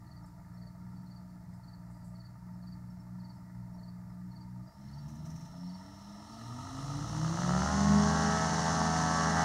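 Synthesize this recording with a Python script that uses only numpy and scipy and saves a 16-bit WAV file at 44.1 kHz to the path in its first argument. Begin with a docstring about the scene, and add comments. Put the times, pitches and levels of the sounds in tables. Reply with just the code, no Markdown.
"""A light aircraft with a geared two-stroke engine idles on a grass airfield: the exhaust burbles, the
crankcase clatters and a hangar wall echoes the deep tones. A small bird calls in threes of falling
chirps, and a farther one twitters. From about 4.6 s the engine speeds up and the gears knock and chatter.
Then the propeller's hiss, cracks and buzz take over, reaching full speed at about 8 s.
Near 9 s the aircraft starts to roll, and its roar grows."""
import sys
import numpy as np
from scipy import signal
from scipy.fft import rfft, irfft, next_fast_len
from scipy.io import wavfile
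from scipy.ndimage import uniform_filter1d, map_coordinates

SR = 44100
rng = np.random.default_rng(int(sys.argv[2]) if len(sys.argv) > 2 else 0)


def wrap_up_sound(samples):
    """Save the sound to the file named by the first command line argument, as 16-bit audio."""
    columns = np.atleast_2d(samples).T
    # keep every value between -1 and 1, then stretch to whole-number steps
    tamed = np.clip(columns, -1, 1)
    steps = np.round(tamed * 32767).astype(np.int16)
    wavfile.write(sys.argv[1], SR, steps)


N = 416304
TIME = np.arange(N) / SR
# Engine speed is counted in firings a second. Over these spans the gears take up load and the blades bite.
DRIVE_HZ, BITE_HZ = (59, 68.5), (94.5, 120.5)
FULL_SPEED_HZ = 211


def gain_of(db):
    """Turns decibels into a number to multiply by."""
    return 10 ** (np.asarray(db) / 20)


def evened(x):
    """Scales x to an average strength (rms) of 1."""
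    return x / np.sqrt(np.mean(x ** 2) + 1e-20)


def curves(rows):
    """Draws each column of a timed table as a curve with rounded corners."""
    s, *columns = np.transpose(rows)
    return [uniform_filter1d(np.interp(TIME, s, c), size=300) for c in columns]


def coloured(x, points):
    """Shapes the bass and treble of x by (frequency [Hz], level [dB]) points, at strength 1."""
    hz, db = np.transpose(points)
    size = next_fast_len(N)
    shape = np.interp(np.log(np.fft.rfftfreq(size, 1 / SR) + 1), np.log(hz), db)
    return evened(irfft(rfft(x, size) * gain_of(shape), size)[:N])


def drift(per_s):
    """A smooth random wobble of strength 1 that changes about per_s times a second."""
    knots = rng.standard_normal(4096)
    coarse = np.arange(0, N + 64, 64) / SR
    wobble = map_coordinates(knots, [coarse * per_s], order=3, mode="wrap")
    return evened(np.interp(TIME, coarse, wobble))


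def tone(turns):
    """A pure tone of strength 1, one wave per turn, starting anywhere in its wave."""
    return np.sqrt(2) * np.sin(2 * np.pi * (turns + rng.random()))


def bursts(turns, length, uneven_db):
    """A puff of noise in each turn, fading over a share of it; no two are equally strong."""
    strength = gain_of(uneven_db * rng.standard_normal(4096))[turns.astype(int)]
    return strength * np.exp(-(turns % 1) / length) * rng.standard_normal(N)


def swells(rows):
    """Sudden rises that die away, from (time [s], level [dB], fade time [s]) rows."""
    return sum(gain_of(db) * np.clip((TIME - s) / .0052, 0, 1) * np.exp(-abs(TIME - s) / fade)
               for s, db, fade in rows)


def by_speed(firing_hz, full_db, doubling_db):
    """A gain that grows by doubling_db each time the speed doubles, up to full_db at full speed."""
    return gain_of(full_db + doubling_db * np.log2(firing_hz / FULL_SPEED_HZ))


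def engaged(firing_hz, span_hz):
    """Rises from 0 to 1 as the speed crosses a span."""
    return np.interp(firing_hz, span_hz, [0, 1])


def exhaust(firing, firing_hz, effort_db):
    """The firings make a few low tones; the pipe favours some pitches and the muffler cuts high ones."""
    # how well the pipe passes each pitch: (frequency [Hz], level [dB])
    pipe = [(60, -64), (104, -59), (119, -45), (140, -39.5), (180, -33), (205, -34), (240, -37.5),
            (290, -33.5), (345, -39), (390, -41.5), (425, -33)]
    # the tones in a firing pulse: (multiple of the firing rate, relative level [dB])
    pulse = [(1, 0.5), (2, -12), (3, -23), (4, -37.5), (5, -33)]
    muffle_hz, muffle_db_per_octave = 292, -48
    hz, db = np.transpose(pipe)
    wander_db = np.interp(firing_hz, [60, 100], [1.58, 1.1])  # steadier at speed
    strength_db = effort_db + wander_db * drift(7) + .7 * drift(35)
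    out = np.zeros(N)
    for k, pulse_db in pulse:
        level_db = strength_db + pulse_db + np.interp(np.log(k * firing_hz), np.log(hz), db)
        muffled_db = (k > 2) * muffle_db_per_octave * np.maximum(np.log2(k * firing_hz / muffle_hz), 0)
        out += gain_of(level_db + muffled_db + wander_db * drift(12)) * tone(k * firing)
    return out


def wall_echo(x):
    """A hangar wall returns x late, dull and upside down, so tones swell and cancel as they climb."""
    delay_s, echo_db = .047, -3.5
    dulled = uniform_filter1d(x, size=66)
    return x - gain_of(echo_db) * np.interp(TIME - delay_s, TIME, dulled, left=0)


def burble(firing, uneven_db):
    """Uneven firings and rushing gas thump through the muffler."""
    # what the muffler lets through: (frequency [Hz], relative level [dB])
    muffler = [(20, -21), (40, -31), (65, -15.5), (100, -3.5), (150, 0.5), (210, -7), (260, -16.5),
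               (300, -10), (370, -28.5), (520, -52), (1000, -54)]
    kicks = np.zeros(N)
    fired_at = np.flatnonzero(np.diff(np.floor(firing)))
    kicks[fired_at] = rng.uniform(-.61, 1, 4096)[:len(fired_at)] * np.sqrt(np.gradient(fired_at))
    gas = evened(kicks) + rng.standard_normal(N)
    return gain_of(uneven_db) * evened(wall_echo(coloured(gas, muffler)))


def ring(x, notes):
    """Metal shaken by x rings at its own notes, each swelling by itself; neighbours swing opposite ways."""
    out = np.zeros(N)
    for k, (hz, width, db) in enumerate(notes):
        b, a = signal.iirpeak(hz, hz / (1.5 * width), SR)
        ringing = signal.lfilter(b, a, signal.lfilter(b, a, x))
        out += (-1) ** k * gain_of(db + 1.5 * drift(8)) * ringing
    return evened(out)


def crankcase(firing, firing_hz):
    """Each firing rattles the engine's metal case."""
    # the notes of the case: (frequency [Hz], width [Hz], relative level [dB])
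    case_notes = [(430, 63, -11.5), (651, 79.5, -1), (910.4, 77, 2.5), (1203, 66, -4), (1349, 89, -7),
                  (1740, 75, -10), (1910, 98, -12), (2116, 91, -16.5)]
    clatter = ring(bursts(firing, length=1.0, uneven_db=1.4), case_notes)
    return by_speed(firing_hz, full_db=-49.5, doubling_db=7.78) * clatter


def field():
    """Quiet open air with a low rumble, and a few dry rustles close by."""
    # the tone of the open air: (frequency [Hz], relative level [dB])
    air_colour = [(20, 22.5), (50, 36), (90, 38), (200, 15), (400, 0), (1500, 11.5), (2400, -0.5),
                  (3200, -9.5), (4600, 5.5), (5600, 3.5), (6500, 0.5), (7100, 3), (8000, -0.5),
                  (11000, -2.5), (15500, -3)]
    # faint rustles: (time [s], level [dB], fade time [s])
    rustles = [(.255, -70, 0.028), (1.531, -73, .03), (1.9, -75, 0.082), (2.04, -69.5, .07),
               (2.81, -78, .015), (3.33, -81, .1)]
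    rustle_colour = [(3000, -32), (6000, -5), (7700, 10), (9500, 3), (15000, -15)]
    air = gain_of(-60.5) * coloured(rng.standard_normal(N), air_colour)
    return air + swells(rustles) * coloured(rng.standard_normal(N), rustle_colour)


def chirp(s, top_hz, db, fall_hz):
    """One short quavering whistle that bends down."""
    t = np.arange(-1100, 1100) / SR
    fall = np.clip((t + .0112) / .023, 0, 1.3) ** 2
    quaver = evened(uniform_filter1d(rng.standard_normal(len(t)), 60))
    hz = top_hz * (1 + .007 * rng.standard_normal()) - fall_hz * fall + 45 * quaver
    note = gain_of(db) * np.exp(-(t / .0095) ** 2) * np.sin(2 * np.pi * np.cumsum(hz) / SR)
    start = max(round((s + t[0]) * SR), 0)
    return np.pad(note, (start, N - start - len(note)))


def birds():
    """A near bird chirps in threes; a farther one is softened as trees scatter its sound."""
    # the near bird's calls: (time of the middle chirp [s], relative level [dB])
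    calls = [(0.12, -58.5), (.625, -58.5), (1.118, -58.5), (1.687, -57.5), (2.208, -56.5), (2.678, -57),
             (3.253, -57.5), (3.838, -58), (4.367, -57), (4.938, -57), (5.701, -56), (6.331, -58)]
    # one call: (time from the middle chirp [s], top pitch [Hz], relative level [dB])
    chirps = [(-.046, 4500, -6), (0, 4650, 0), (.051, 4650, 0)]
    # the far bird's clearest notes: (time [s], top pitch [Hz], relative level [dB])
    twitter = [(.97, 4650, -61), (1.95, 4900, -65), (2.02, 4870, -63), (3.371, 5100, -66),
               (4.68, 4840, -59), (4.73, 5000, -66)]
    near = sum(chirp(s + offset, hz, db + chirp_db, fall_hz=405)
               for s, db in calls for offset, hz, chirp_db in chirps)
    # its softer notes come at random until the engine speeds up
    soft = [(4.7 * abs(when), 5080 + 640 * pitch, -67.5) for when, pitch in rng.uniform(-1, 1, (14, 2))]
    far = .5 * sum(chirp(s, hz, db, fall_hz=150) for s, hz, db in twitter + soft)
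    tail = rng.standard_normal(SR // 2) * gain_of(-60 * TIME[:SR // 2] / .3)
    scatter = signal.fftconvolve(gain_of(-9) * near + far, tail / np.linalg.norm(tail))[:N]
    return gain_of(-1.5) * near + far + scatter


def gearbox(firing, firing_hz):
    """Slack between the gear teeth rings the gearbox; the teeth knock as they take up load."""
    # the notes of the gearbox: (frequency [Hz], width [Hz], relative level [dB])
    gear_notes = [(5335, 194, 6), (5550, 28, 11.5)]
    # knocks of the teeth: (time [s], level [dB])
    knocks = [(5.08, -59), (5.15, -63), (5.25, -58.5), (5.3, -60), (5.355, -60.5), (5.405, -61),
              (5.45, -63)]
    sing_hz, sing_width_hz, sing_db = 91, 5.2, 5  # the box sings as the engine passes this speed
    ringing = ring(bursts(firing, length=.7, uneven_db=1), gear_notes)
    sing = gain_of(sing_db * np.exp(-((firing_hz - sing_hz) / sing_width_hz) ** 2))
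    load = gain_of(-23.5) + engaged(firing_hz, DRIVE_HZ)
    chatter = by_speed(firing_hz, full_db=-56.5, doubling_db=10.7) * sing * load * ringing
    tooth_colour = [(2500, -18), (4500, -26), (5900, -3), (7500, -20), (8800, -18), (10500, -27)]
    teeth = coloured(rng.standard_normal(N), tooth_colour)
    return chatter + swells([(s, db, .028) for s, db in knocks]) * teeth


def churned_air(firing, blade, firing_hz):
    """Each blade tears off a puff of air; flutter and swish turn to roar, hiss and whine with speed."""
    # the air's low and high sounds, slow and then fast: (frequency [Hz], relative level [dB])
    flutter_colour = [(150, -10), (300, 10.5), (520, -49), (680, 6.5), (790, -7), (930, -3), (1080, -6.5),
                      (1260, 10), (1400, -4.5), (1560, -64), (1950, -9), (2400, -54), (4000, -56)]
    swish_colour = [(1500, -36), (2400, -16), (2950, -6.5), (3250, -8.5), (3650, -8), (4050, -0.5),
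                    (4550, -11.5), (4900, -11), (5500, -1), (6200, -5), (7000, -11), (7800, -13.5),
                    (9200, -12.5), (10500, -21.5), (15500, -31)]
    roar_colour = [(150, -21), (300, -1), (450, -15), (620, -3.5), (900, 2.5), (1050, 2.5), (1280, -3),
                   (1500, -8), (1900, -4), (2200, -15), (2450, -23), (4000, -43.5)]
    hiss_colour = [(1410, -53), (2400, -15), (2960, -0.5), (3180, -8), (3330, -2.5), (3600, -5.5),
                   (4110, -0.5), (4960, -1.5), (5360, 2), (6120, 6), (7380, -4.5), (7920, -11),
                   (9410, -11.5), (11200, -34), (15500, -49)]
    # the thin whine of the drive: (multiple of the firing rate, level against the hiss [dB])
    whine_tones = [(14.22, -28), (25, -20), (26, -14), (28.42, -20), (31, -25), (40, -30), (44, -32),
                   (45, -32)]
    bite, fast = engaged(firing_hz, BITE_HZ), engaged(firing_hz, span_hz=(120, 187))
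    puffs = evened(bursts(blade, length=.22, uneven_db=1.5)) + 1.2 * rng.standard_normal(N)
    flutter = (gain_of(-12.5) + bite) * coloured(puffs, flutter_colour)
    roar = (1 - fast) * flutter + fast * coloured(puffs, roar_colour)
    rush = (1 + .11 * np.cos(2 * np.pi * blade)) * gain_of(.5 * drift(45)) * rng.standard_normal(N)
    swish = gain_of(-8.5 + 2.8 * bite) * coloured(rush, swish_colour)
    hiss = (1 - fast) * swish + fast * coloured(rush, hiss_colour)
    whine = sum(gain_of(db + 1.5 * drift(6)) * tone(k * firing + .1 * drift(60)) for k, db in whine_tones)
    full_power = engaged(firing_hz, span_hz=(190, FULL_SPEED_HZ))
    low = by_speed(firing_hz, full_db=-40.5, doubling_db=14.26) * rolling() ** .6 * roar
    high = by_speed(firing_hz, full_db=-41.5, doubling_db=14.25) * (hiss + full_power * whine)
    return engaged(firing_hz, DRIVE_HZ) * (low + high)


def blade_cracks(blade, firing_hz):
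    """Each blade cracks through the wake of the one before, harder while gathering speed."""
    crack_colour = [(300, -22), (520, -9), (700, -2.5), (1000, -10), (1300, 4.5), (1550, -7),
                    (1900, -9.5), (2450, -60), (5000, -48)]
    pulse = np.exp(-((blade % 1 - .02) / .005) ** 2) * gain_of(1.5 * drift(25))
    puff = bursts(blade, length=.05, uneven_db=.9)
    cracks = .5 * gain_of(-1.5) * evened(pulse - pulse.mean()) + gain_of(-3) * evened(puff)
    spin_up_hz_per_s = uniform_filter1d(np.gradient(firing_hz) * SR, size=8000)
    bite = engaged(firing_hz, BITE_HZ) * by_speed(firing_hz, full_db=-45.5, doubling_db=38)
    return bite * gain_of(.1921 * spin_up_hz_per_s) * coloured(cracks, crack_colour)


def propeller_thrust(firing, blade, firing_hz, effort_db):
    """The blades push the air in two deep tones, and make more by chopping the exhaust stream."""
    # chopped tones: (multiple of the firing rate, multiple of the blade rate, relative level [dB])
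    chopped_tones = [(.5, 1, -5.5), (.5, 2, -12.5), (1, 1, -7), (2.5, 0, -25.5)]
    push = engaged(firing_hz, span_hz=(113, 123)) * gain_of(effort_db)
    first = push * by_speed(firing_hz, full_db=-40.5, doubling_db=22)
    second = push * by_speed(firing_hz, full_db=-37, doubling_db=15)
    deep = first * gain_of(.5 * drift(8)) * tone(blade)
    deep += second * gain_of(.36 * drift(7.1)) * tone(2 * blade)
    chopped = sum(gain_of(db + 2.6 * drift(10)) * tone(f * firing + b * blade)
                  for f, b, db in chopped_tones)
    return wall_echo(deep) + first * chopped


def propeller_buzz(blade, firing_hz):
    """Sharp blade slaps blend into a buzz whose tones fade in and out in the gusty air."""
    # the tones in a slap: (multiple of the blade rate, relative level [dB])
    slap_tones = [(3, -2), (4, -19), (5, -23), (6, -14.5), (7, -12), (8, -1), (9, 0), (10, 1.5), (11, -2),
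                  (12, -12.5), (13, -7), (14, -2.5), (15, -4), (16, 0.5), (17, -7.5), (18, -7), (19, -8),
                  (20, -6), (21, -7), (22, -7), (23, -12), (24, -11), (25, -33.5), (26, -28), (27, -19)]
    slap, roll = np.zeros(N), rolling()
    for k, db in slap_tones:
        phase = .8 * rng.standard_normal() + .15 * drift(9)
        strength = roll ** (k / 14) * gain_of(db + 2.8 * drift(5))
        slap += strength * np.cos(2 * np.pi * k * blade + phase)
    uneven = 1 + .1 * np.cos(np.pi * blade)  # the two blades never bite quite alike
    level = by_speed(firing_hz, full_db=-34, doubling_db=46) * gain_of(.8 * drift(30))
    return level * evened(uneven * slap)


def rolling():
    """A gain that grows once the aircraft moves, lifting the roar and brightening the buzz."""
    start_s, db_per_s = 8.92, 5
    return gain_of(db_per_s * np.maximum(TIME - start_s, 0))


def scene():
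    """One shaft speed drives the engine and, through the gears, the propeller."""
    # engine speed: (time [s], firing rate [Hz])
    speed = [(0.0, 57.9), (0.5, 59.24), (1.0, 60.98), (1.8, 59.05), (3.3, 60.7), (3.9, 59.58), (4.63, 61.5),
             (4.85, 68.0), (5.45, 84.2), (5.9, 96.6), (6.2, 103.66), (6.5, 119.48), (6.8, 136.58),
             (7.1, 150.41), (7.4, 171.19), (7.65, 191.43), (7.8, 200.31), (8.05, 207.4), (8.35, 210.5),
             (9.44, 211.7)]
    # the engine hesitates as the throttle opens, stumbles, sags, then pulls:
    # (time [s], firing strength [dB], burble level [dB])
    effort = [(0, -2.5, -51.5), (.55, -2, -57.5), (.8, 0, -54.5), (4.62, 2.5, -56.5), (4.72, -2, -61),
              (4.82, 3, -53), (5.3, 0.5, -45), (5.53, -1.5, -54), (5.68, 0.5, -53.5), (5.95, -8, -59.5),
              (6.5, -7, -55.5), (6.85, -4, -47.5), (7.3, 0, -41.5), (7.95, 2, -42), (8.5, -3.5, -43),
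              (9.44, -1.5, -44.5)]
    firings_per_blade = 2.6
    firing_hz = curves(speed)[0] + .08 * drift(18)
    effort_db, uneven_db = curves(effort)
    firing = np.cumsum(firing_hz) / SR  # firings so far
    blade = firing / firings_per_blade  # blade passes so far
    engine = wall_echo(exhaust(firing, firing_hz, effort_db)) + burble(firing, uneven_db)
    engine += crankcase(firing, firing_hz) + gearbox(firing, firing_hz)
    propeller = propeller_thrust(firing, blade, firing_hz, effort_db) + propeller_buzz(blade, firing_hz)
    propeller += churned_air(firing, blade, firing_hz) + blade_cracks(blade, firing_hz)
    return (engine + propeller + birds() + field())[None]


def record(dry):
    """Cuts away the very highest treble."""
    treble_cut = signal.firwin(511, cutoff=15750, window=("kaiser", 9), fs=SR)
    return signal.oaconvolve(dry, treble_cut[None], "same")


dry = scene()
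out = record(dry)
wrap_up_sound(out)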